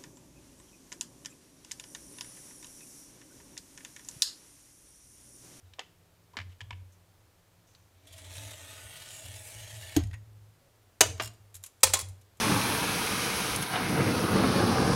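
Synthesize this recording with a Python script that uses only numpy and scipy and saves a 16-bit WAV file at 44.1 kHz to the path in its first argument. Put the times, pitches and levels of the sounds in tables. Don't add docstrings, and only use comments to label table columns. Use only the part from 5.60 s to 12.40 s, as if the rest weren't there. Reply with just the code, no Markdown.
import sys
import numpy as np
from scipy import signal
from scipy.fft import rfft, irfft
from scipy.io import wavfile
from scipy.ndimage import uniform_filter1d

SR = 44100
rng = np.random.default_rng(int(sys.argv[2]) if len(sys.argv) > 2 else 0)


def volts_from_db(level):
    exponent = np.asarray(level, float) / 20
    return 10 ** exponent


def to_wav(sig):
    pcm = np.clip(np.atleast_2d(sig), -1, 1) * 32767
    pcm = np.round(pcm).astype(np.int16)
    wavfile.write(sys.argv[1], SR, pcm.T)


N = 299880

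# time_s, rasp_db, hiss_db (fracture hiss above the rasp)
SCORE = [
    (2.36, -76.5, -26),
    (2.52, -60.5, -6.5),
    (2.78, -50, -4.5),
    (3.08, -52, -4),
    (3.399, -51.5, -2.5),
    (3.58, -52.5, -1.5),
    (3.8, -52.5, 0),
    (4.05, -52, -2.5),
    (4.349, -48.5, -5),
]
# (hz, db, t60_s)
GRIP = ([(590, -43), (1000, -13), (1540, -13.5), (3800, -7), (4620, -10.5), (6940, -1.5), (11600, -1.5),
         (14800, -9), (16000, -26)], [(7200, 5.5, 0.014), (11240, -3.5, .012)])
# (hz, db, t60_s)
SHEET_TWO = ([(120, -53), (200, -24), (519, -7.5), (722, -11), (883, -6), (1650, -11.5), (2420, -8.5),
              (2750, -11.5), (3310, -11.5), (9400, -8), (16000, -21.5)], [(526, -3.5, .27), (883, -3, .12),
              (1825, -6, .17), (2470, -9, .12), (3343, -1, .12), (4005, -9, .2), (4371, -7, .2),
              (5254, -9, .19), (5852, -12, .22), (6519, -14, .25), (7391, -15, .25), (8118, -15, .25),
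              (9130, -11, .15), (10980, -18, .2)])


def level(x, db):
    return x * volts_from_db(db) / np.sqrt(np.mean(x ** 2))


def response(spectrum, size=1024):
    hz, db = np.transpose(spectrum)
    grid_hz = np.linspace(1, SR / 2, size // 2 + 1)
    cep = irfft(np.log(volts_from_db(np.interp(np.log(grid_hz), np.log(hz), db))))
    cep[1:size // 2] *= 2
    cep[size // 2 + 1:] = 0
    return irfft(np.exp(rfft(cep)))


def band(x, hz, width_hz):
    return signal.lfilter(*signal.iirpeak(hz, hz / width_hz, SR), x)


def lowpass(x, hz):
    return signal.sosfiltfilt(signal.butter(2, hz, fs=SR, output="sos"), x)


def walk(rate_hz):
    k = int(SR / rate_hz)
    steps = np.repeat(rng.standard_normal(N // k + 1), k)
    return 0.99 * uniform_filter1d(uniform_filter1d(steps, k), k)[:N]


def belly_gain(t, at_s, db, spread_s):
    return volts_from_db(db) * np.exp(-((t - at_s) / spread_s) ** 2)


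def room(x):
    # hz, t60_s
    decay = [(250, 0.64), (2500, 0.34), (7000, 0.32), (14000, 0.06)]
    tail_db, gap_s, onset_s = -17, .003, 0.0019
    t = np.arange(SR // 2) / SR
    tail = sum(band(rng.standard_normal(len(t)), hz, hz) * volts_from_db(-60 * t / t60_s) for hz, t60_s in decay)
    tail *= np.clip((t - gap_s) / onset_s, 0, 1)
    return x + volts_from_db(tail_db) * signal.fftconvolve(x, tail / np.sqrt(np.sum(tail ** 2)))[:N]


def knocks(hits, body, ring_db, spot_db, rise_ms, fade_ms=30, run_ms=0, swarm_db=-60, swarm_ms=200):
    out, t = np.zeros(N), np.arange(9000) / SR
    spectrum, body_modes = body
    colour = response(spectrum)
    for start_s, peak_db, treble_db, spot_hz, *own_ms in hits:
        hold_ms = max(own_ms[0] if own_ms else fade_ms, 2)
        fade = volts_from_db(-60000 * np.clip(t - run_ms / 1000, 0, None) / hold_ms)
        slip = rng.standard_normal(len(t)) * (1 - np.exp(-1000 * t / rise_ms))
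        burst = slip * fade
        swarm = slip * volts_from_db(swarm_db - 60000 * t / swarm_ms)
        spot = volts_from_db(spot_db) * band(burst, spot_hz, 0.12 * spot_hz)
        crack = signal.fftconvolve(burst + swarm + spot, colour)[:len(t)]
        modes = np.zeros(len(t))
        for hz, db, t60_s in body_modes:
            split_hz = hz * (1 + 0.0044 * rng.standard_normal(3))
            modes += volts_from_db(db - 60 * t / t60_s) * np.sin(2 * np.pi * np.outer(split_hz, t)).sum(axis=0)
        ring = modes * (1 - np.exp(-400 * t / rise_ms))
        blow = crack / np.abs(crack).max() + volts_from_db(ring_db) * ring / np.abs(ring).max()
        low = lowpass(blow, 4600)
        blow -= (1 - volts_from_db(-350 * t)) * 0.96 * (blow - lowpass(blow, 9000))
        treble = blow - low
        blow = low / np.abs(low).max() + volts_from_db(treble_db) * treble / np.abs(treble).max()
        i = int(start_s * SR)
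        out[i:i + len(t)] += (volts_from_db(peak_db) * blow)[:N - i]
    return room(out)


def shop():
    # hz, db_per_hz
    air_colour = [(12, -46.5), (20, -7.5), (69, -9), (91, -1), (111, -0.5), (128, -11.5), (169, -18),
                  (314, -13.5), (551, -14.5), (1510, -21), (2510, -24), (15200, -30), (16500, -56)]
    # start_s, end_s, pitch_hz, level_db
    hums = [(0.207, 0.747, 168, -69.5), (1.302, 2.3, 169, -75), (3.35, 3.69, 148, -67),
            (4.75, 5.098, 147.5, -69), (5.01, 5.11, 554, -70)]
    t = np.arange(N) / SR
    air = signal.fftconvolve(rng.standard_normal(N), response(air_colour, size=8192))[:N]
    out = level(air * volts_from_db(0.2 * walk(1.2)), -64.5)
    for start_s, end_s, hz, db in hums:
        gate = np.interp(t, [start_s - .04, start_s, end_s, end_s + 0.013], [0, 1, 1, 0])
        out += gate * level(band(rng.standard_normal(N), hz, 6.0), db)
    return out


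def pressure():
    s, rasp_db, hiss_db = np.transpose(SCORE)
    t = np.arange(N) / SR
    on = np.interp(t, [s[0] - .1, s[0], s[-1] + .006, s[-1] + .014], [0, 1, 1, 0])
    return on * volts_from_db(np.interp(t, s, rasp_db)), volts_from_db(np.interp(t, s, hiss_db))


def bench():
    # start_s, pitch_hz, level_db, held_s
    pushes = [(0.021, 91, -55.5, 0.097), (0.771, 108.5, -53, 0.022), (0.774, 90.7, -43.5, 0.12),
              (1.01, 106.6, -49.5, 0.11), (1.018, 92, -52, 0.031), (1.12, 92, -45, 0.11),
              (2.51, 88.7, -55, 0.043), (2.612, 90, -51.5, 0.11), (2.77, 103.4, -46.5, .1),
              (3.249, 89.8, -49.5, 0.034), (3.64, 108.5, -47, 0.024), (3.64, 92, -46, 0.11),
              (3.95, 94, -48, 0.037), (3.961, 109.5, -51, 0.089), (4.128, 110.2, -49.5, 0.07),
              (4.3632, 85, -26.5, 0.03), (4.3867, 105.3, -37, 0.09), (4.44, 91.7, -34, 0.018),
              (4.53, 105.7, -44.5, 0.05), (4.659, 104.3, -51, 0.22), (5.408, 89, -40, 0.14),
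              (5.41, 111, -43, 0.094), (5.608, 109, -44, 0.065), (5.801, 103, -54, 0.045),
              (5.948, 93.4, -55, 0.054), (6.231, 108, -44.5, 0.022), (6.25, 90.3, -37.5, 0.086),
              (6.421, 95, -41.5, 0.085), (6.7, 87.7, -63.5, .1)]
    rise_share, sag_db_per_s, release_db_per_s = 0.12, 14, 151
    wheel_shake_db, idle_shake_db = -8, -71.5
    u = np.arange(SR // 2) / SR
    modes, push = np.zeros(N), np.zeros(N)
    for start_s, hz, db, held_s in pushes:
        i = int(start_s * SR)
        fall_db = sag_db_per_s * u + release_db_per_s * np.clip(u - held_s, 0, None)
        shape = np.minimum(u / (rise_share * held_s), 1) * volts_from_db(db - fall_db)
        modes[i:i + len(u)] += (np.sqrt(2) * shape * np.sin(2 * np.pi * hz * u))[:N - i]
        push[i:i + len(u)] += shape[:N - i]
    rasp, _ = pressure()
    shake = volts_from_db(wheel_shake_db) * rasp + volts_from_db(idle_shake_db)
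    tremble = sum(level(band(rng.standard_normal(N), hz, 2.3), db) for hz, db in ((90.5, 0), (108, -1)))
    rumble = band(band(rng.standard_normal(N), 76, 65), 76, 65)
    return modes + shake * tremble + (push + shake) * level(rumble, -13.0)


def marker():
    # start_s, peak_db, treble_db, spot_hz, fade_ms
    clicks = [
        (0.193, -26.5, -4, 3060, 23.5),
        (0.2, -37, -15, 2000, 91.5),
        (0.213, -41.5, -25, 1400, 24.84),
    ]
    # (hz, db, t60_s)
    barrel = ([(150, -53), (250, 2), (2910, 5.5), (7060, -11.5), (14400, -45), (16000, -47)],
               [(500, 0, 0.017)])
    return knocks(clicks, barrel, ring_db=-28, spot_db=-9, rise_ms=0.13)


def plastic_frame():
    # start_s, peak_db (under 4.6 kHz), treble_db (above that), spot_hz
    clatter = [(0.136, -46.5, -2, 3920), (0.769, -24, -11.5, 1750), (0.776, -33.5, -12, 4450),
               (0.783, -36, -25, 1900), (0.788, -27, -16, 1900), (0.801, -32, -24, 1820),
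               (0.814, -38, -15, 1880), (1.006, -32.5, -13, 1770), (1.013, -35, -9.5, 3100),
               (1.107, -30, -17, 975), (1.128, -40, -36, 2700), (1.132, -44, -30, 980)]
    # (hz, db, t60_s)
    plastic = ([(120, -69), (200, -2.5), (401, -17), (986, -3), (1120, -4.5), (1910, -8), (2290, 0.5),
                (6880, -13.5), (16000, -39)], [(975, -10, 0.062), (1750, 5, 0.021), (2595, -6, .03),
                (2977, -6, .04), (3515, -5, .034), (4450, -14, .03), (5432, -14, .03)])
    return knocks(clatter, plastic, ring_db=-7.5, spot_db=11.0, rise_ms=0.092, fade_ms=24,
                  swarm_db=-20, swarm_ms=150)


def soft_touches():
    # start_s, peak_db, treble_db, spot_hz
    touches = [
        (0.185, -37.5, -23, 520),
        (0.734, -48, -9, 1000),
        (0.753, -51, -27, 440),
        (5.458, -32.5, -30, 305),
    ]
    # (hz, db, t60_s)
    padded = ([(150, -29), (350, -4), (1100, 0), (3500, -21.5), (16000, -64)], [(453, 0, 0.071)])
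    return knocks(touches, padded, ring_db=-18, spot_db=13.5, rise_ms=0.63, fade_ms=76)


def rubs_and_bumps():
    # start_s, peak_db, treble_db, spot_hz, fade_ms
    rubs = [(.05, -65, -14, 3800, 300), (.893, -58, -20, 2100, 200), (.917, -56, -12, 2950, 90),
            (1.32, -66.5, 6, 6100, 150), (2.07, -64, 1, 6000, 900), (2.148, -48, -12, 4340, 30.2),
            (2.469, -48, 0, 3380, 131), (2.525, -48, 1.5, 3100, 129), (2.561, -53, 1, 3300, 130),
            (2.579, -46, -1, 9700, 133), (2.642, -46, -9, 3430, 100), (2.735, -46, 2, 9800, 100),
            (6.204, -56.5, 4.5, 7670, 69.4)]
    return knocks(rubs, GRIP, ring_db=-24.5, spot_db=9.5, rise_ms=3)


def grip_ticks():
    # start_s, peak_db, treble_db, spot_hz
    ticks = [(5.9426, -48.5, 10, 7170), (5.9514, -46.5, 10, 6630), (5.9644, -51, 12.4, 11100),
             (6.028, -62, 12, 11000), (6.0375, -40.5, 10.7, 7100), (6.0575, -56, 12, 10500),
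             (6.0615, -45.5, 9.4, 11050), (6.4858, -54, 11.7, 9500), (6.6122, -60.5, 6.7, 5890),
             (6.7703, -59.5, 5.1, 8270)]
    return knocks(ticks, GRIP, ring_db=-14.0, spot_db=-8.0, rise_ms=0.5, fade_ms=62)


def landing():
    # hz, db, t60_s
    panel = [(285, 0, 0.085), (325, -1, 0.075), (150, -7, 0.05), (420, -12, 0.07), (660, -18, 0.05)]
    start_s, peak_db, push_ms = 4.3637, -12, 6
    t = np.clip(np.arange(N) / SR - start_s, 0, None)
    modes = sum((-1) ** k * volts_from_db(db - 60 * t / t60_s) * np.sin(2 * np.pi * hz * t)
                for k, (hz, db, t60_s) in enumerate(panel))
    thump = -modes * (1 - np.exp(-1000 * t / push_ms))
    return volts_from_db(peak_db) * thump / np.abs(thump).max()


def tool_drop():
    # start_s, peak_db, treble_db, spot_hz, fade_ms
    strikes = [
        (3.64, -57, -6, 2900, 16),
        (4.3595, -32.5, -11, 3040, 79),
        (4.3645, -18, 0, 6700, 24),
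        (4.372, -30.5, -32, 1530, 180),
    ]
    # start_s, peak_db, treble_db, spot_hz, fade_ms
    bounces = [
        (4.436, -47, 6, 2300, 25),
        (4.4715, -62, 14, 8000, 9),
        (4.511, -48, -3, 3580, 22),
        (4.531, -42.5, -8.5, 1900, 90),
        (4.539, -44, -2.5, 2500, 42),
    ]
    # (hz, db, t60_s)
    metal = ([(350, -17.5), (600, 2.5), (1280, -7.5), (6030, -2.5), (6730, 0), (8390, -1.5), (9620, 0),
              (14300, -3), (16000, -36)], [(5400, -8, .03), (6724, -3, .09), (8166, -6, .05),
              (10020, -10, .15), (14060, 3, .1)])
    # (hz, db, t60_s)
    handle = ([(470, -54), (800, -9), (1920, -5), (2410, -7.5), (6170, -22), (10500, -22), (16000, -40)],
               [(1900, 0, 0.047), (6720, -20, 0.15), (8500, -24, .05)])
    return (knocks(strikes, metal, ring_db=-20, spot_db=-13, rise_ms=0.5, swarm_db=-26, swarm_ms=190)
            + knocks(bounces, handle, ring_db=-6.5, spot_db=6, rise_ms=0.65))


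def first_snap():
    # start_s, peak_db, treble_db, spot_hz
    cracks = [
        (5.407, -6.5, 5.5, 6300),
        (5.432, -23, -2, 2970),
        (5.459, -33, 0, 900),
    ]
    # start_s, peak_db, treble_db, spot_hz
    set_down = [
        (5.5975, -19.5, -18, 1200),
        (5.611, -29, -20, 636),
    ]
    # start_s, peak_db, treble_db, spot_hz
    rattle = [
        (5.578, -48, 2, 6370),
        (5.607, -47.5, 8, 9040),
        (5.621, -38.5, 10, 7260),
        (5.633, -37.5, 6.9, 7460),
        (5.645, -43, 11.2, 7200),
        (5.657, -42.5, 10, 7570),
        (5.674, -42, 5.8, 8300),
        (5.735, -61, 8, 10500),
    ]
    # (hz, db, t60_s)
    sheet = ([(120, -67.5), (200, -25.5), (409, -2.5), (1140, -8.5), (1450, -8), (1870, -8.5), (2960, -7),
              (3250, -10.5), (5420, -14), (6170, -9), (16000, -24.5)], [(310, -10.5, .14), (646, 0, .11),
              (974, -5, .14), (1200, -10, .17), (1480, -8, .15), (2150, -6, .08), (2939, -5, .19),
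              (3887, -10, .15), (4673, -17, .28), (5717, -18, .25), (6035, -16, .17), (6756, -18, .2),
              (8102, -18, .22), (9125, -18, .2)])
    # (hz, db, t60_s)
    bench_sheet = ([(150, -40), (300, -8), (1100, -6), (3000, -9), (6500, -14), (16000, -40)],
                    [(635, 0, .13), (1260, 0, .04), (1588, -12, .2), (2035, -12, .18), (2815, -8, .24),
                    (3957, -16, .2)])
    # (hz, db, t60_s)
    strip = ([(590, -11), (1000, 7), (2620, 1), (2910, 2), (6180, -9), (7190, -5.5), (10800, -10.5),
              (12100, -12), (16000, -22)], [(209, -4.5, .38), (705, -12, .57), (2815, -8, .19),
              (4081, -14, .2), (4720, -13, .3), (5367, -6, .1), (6966, -7, .15), (7289, -6, .07),
              (8134, -9, .08), (9179, -6, .08), (11700, -11, .05), (12320, -8, .08), (13180, -12, .06),
              (14700, -12, .05)])
    return (knocks(cracks, sheet, ring_db=-11, spot_db=-4, rise_ms=0.9, fade_ms=32, run_ms=6,
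                   swarm_db=-15, swarm_ms=230)
            + knocks(set_down, bench_sheet, ring_db=-12, spot_db=-4, rise_ms=0.7, fade_ms=60,
                     swarm_db=-22, swarm_ms=250)
            + knocks(rattle, strip, ring_db=-4.5, spot_db=-1, rise_ms=0.34, fade_ms=40,
                     swarm_db=-14, swarm_ms=180))


def second_snap():
    # start_s, peak_db, treble_db, spot_hz, fade_ms (some)
    cracks = [
        (6.231, -16, -6, 1500, 20),
        (6.2318, -8, 8.5, 8200),
        (6.269, -24, 0, 520),
        (6.297, -33, -1, 560),
    ]
    # start_s, peak_db, treble_db, spot_hz
    fall = [
        (6.335, -15, 5.5, 6900),
        (6.351, -26, -8, 7160),
        (6.369, -28, 1, 7170),
        (6.389, -31.5, 8.5, 10200),
        (6.398, -36.5, 10, 9800),
        (6.41, -37.5, 13, 7120),
    ]
    # (hz, db, t60_s)
    loose_strip = (SHEET_TWO[0], [(1066, -7, .18), (3359, 0, .14), (3700, -6, .12), (4097, 0, .14),
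                    (4538, -4, .15), (5300, -4, .1), (7000, -3, .12), (7700, -7, .12), (9500, -8, .1),
                    (10800, -9, .07), (14030, -8, .05)])
    return (knocks(cracks, SHEET_TWO, ring_db=-11, spot_db=-11.5, rise_ms=0.6, fade_ms=36, run_ms=7,
                   swarm_db=-17, swarm_ms=240)
            + knocks(fall, loose_strip, ring_db=-11, spot_db=4, rise_ms=0.885, fade_ms=45, run_ms=3,
                     swarm_db=-13, swarm_ms=200))


def chatter():
    slips_per_s, depth_db, slip_ms, settled_s = 260, 8.5, 1.9, 3
    slips = (rng.random(N) < slips_per_s / SR) * rng.random(N)
    jolt = np.minimum(signal.lfilter([1], [1, -np.exp(-1000 / slip_ms / SR)], slips), 1)
    depth = np.interp(np.arange(N) / SR, [SCORE[1][0], settled_s], [1, .6])
    return volts_from_db(depth_db * depth * (jolt - jolt.mean()))


def cutter():
    # time_s, pitch_hz, level_db, spread_s
    strong_modes = [(2.55, 1900, -10, .12), (2.58, 9600, -2, .06), (2.78, 1720, -5, .07),
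                    (2.78, 3850, -2, .09), (2.8, 2620, -1, .1), (2.8, 3050, -5, .12), (2.8, 8150, 4, .06),
                    (2.83, 6100, -1, .06), (2.83, 6700, 2, .07), (2.85, 9700, 2, .13),
                    (2.88, 3680, -1, .13), (2.92, 2050, -5, .13), (2.9, 880, -9, .45),
                    (3.12, 3550, -4, .07), (3.2, 1250, -8, .45), (3.28, 1480, -4, .3), (3.28, 8200, 4, .09),
                    (3.28, 9000, 1, .06), (3.3, 2750, -3, .1), (3.35, 1950, -3, .12), (3.35, 3180, -1, .09),
                    (3.37, 3680, -3, .06), (3.37, 11900, -1, .06), (3.42, 3950, -3, .08),
                    (3.45, 2920, 0, .12), (3.54, 9900, 2, .08), (3.55, 7500, 4, .07), (3.58, 6900, 5, .08),
                    (3.68, 2900, -3, .06), (3.8, 2700, -5, .15), (3.87, 8500, 5, .09),
                    (3.87, 10200, 1, .06), (4.0, 850, -10, .35), (3.92, 1700, -9, .15), (4.0, 2920, 0, .07),
                    (4.05, 6500, 1, .09), (4.12, 3180, -3, .08), (4.14, 1920, -3, .12),
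                    (4.22, 8900, 2, .09), (4.24, 3850, -3, .08), (4.25, 2850, 0, .11),
                    (4.31, 2200, -2, .09)]
    # hz, db_per_hz
    rasp_colour = [(201, -26), (291, -8), (422, -5), (624, 3.5), (1170, -8), (1940, -4.5), (3770, -4),
                   (4580, -9), (8230, -3), (12200, -9), (16000, -22.5)]
    # (time_s, level_db above the rasp, spread_s)
    drone = ((647, 72), [(2.45, -6, 0.25), (2.95, -7, 0.31), (3.75, -8, 0.18), (4.2, -9.5, 0.31)])
    # (time_s, level_db above the rasp, spread_s)
    deepest = ((287.4, 13.5), [(2.4, 4, 0.058), (2.8, -9.5, 0.38), (3.66, -15, 0.12), (4.34, -15, 0.048)])
    span = slice(int(2.2 * SR), int(4.4 * SR))
    t, out = np.arange(N)[span] / SR, np.zeros(N)
    rasp, hiss = pressure()
    happens, sign, size = rng.random((3, len(t)))
    chips = (happens < .3) * np.sign(sign - .5) * volts_from_db(-1.8 * np.log(size + .002))
    modes = sum(belly_gain(t, at_s, db, spread_s) * band(chips, hz, 0.033 * hz) / np.sqrt(hz)
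                for at_s, hz, db, spread_s in strong_modes)
    crowd_hz = np.linspace(1700, 15800, 70) + rng.uniform(-100, 100, 70)
    travel, places = 2.1 * walk(8)[span], rng.integers(0, N, 70)
    crowd = np.zeros(len(t))
    for k, hz in enumerate(crowd_hz):
        swell = np.sin(np.roll(travel, places[k]) + k) ** 2
        crowd += swell * band(np.roll(chips, 400 * k), hz, 80)
    bite = level(chips, -6) + level(crowd, -3)
    coloured = signal.fftconvolve(bite, response(rasp_colour))[:len(t)]
    wobble = (volts_from_db(0.8 * walk(25.26) + 1.2 * walk(90)) * chatter())[span]
    glass = (level(coloured, -1.4) + level(modes, -9.0)) * wobble
    low = lowpass(glass, 5870)
    deep = np.zeros(len(t))
    for mode, bellies in (drone, deepest):
        gain = volts_from_db(-31) + sum(belly_gain(t, *belly) for belly in bellies)
        deep += level(band(band(chips, *mode), *mode), -4.4) * gain
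    out[span] = rasp[span] * (level(low, 0.3) + level(glass - low, 1.0) * hiss[span] + deep)
    return out


def scene():
    blows = (plastic_frame() + soft_touches() + marker() + tool_drop() + first_snap()
             + grip_ticks() + rubs_and_bumps() + second_snap())
    blows -= lowpass(blows, 110)
    return (blows + cutter() + landing() + bench() + shop())[None]


def top_cut(x):
    return signal.sosfilt(signal.butter(12, 16640, fs=SR, output="sos"), x)


def record(dry):
    top = signal.ellip(8, .3, 70, 16200, fs=SR, output="sos")
    rounded = 1.74 * np.tanh(dry / 1.854)
    return top_cut(signal.sosfilt(top, rounded))


dry = scene()
out = record(dry)
to_wav(out)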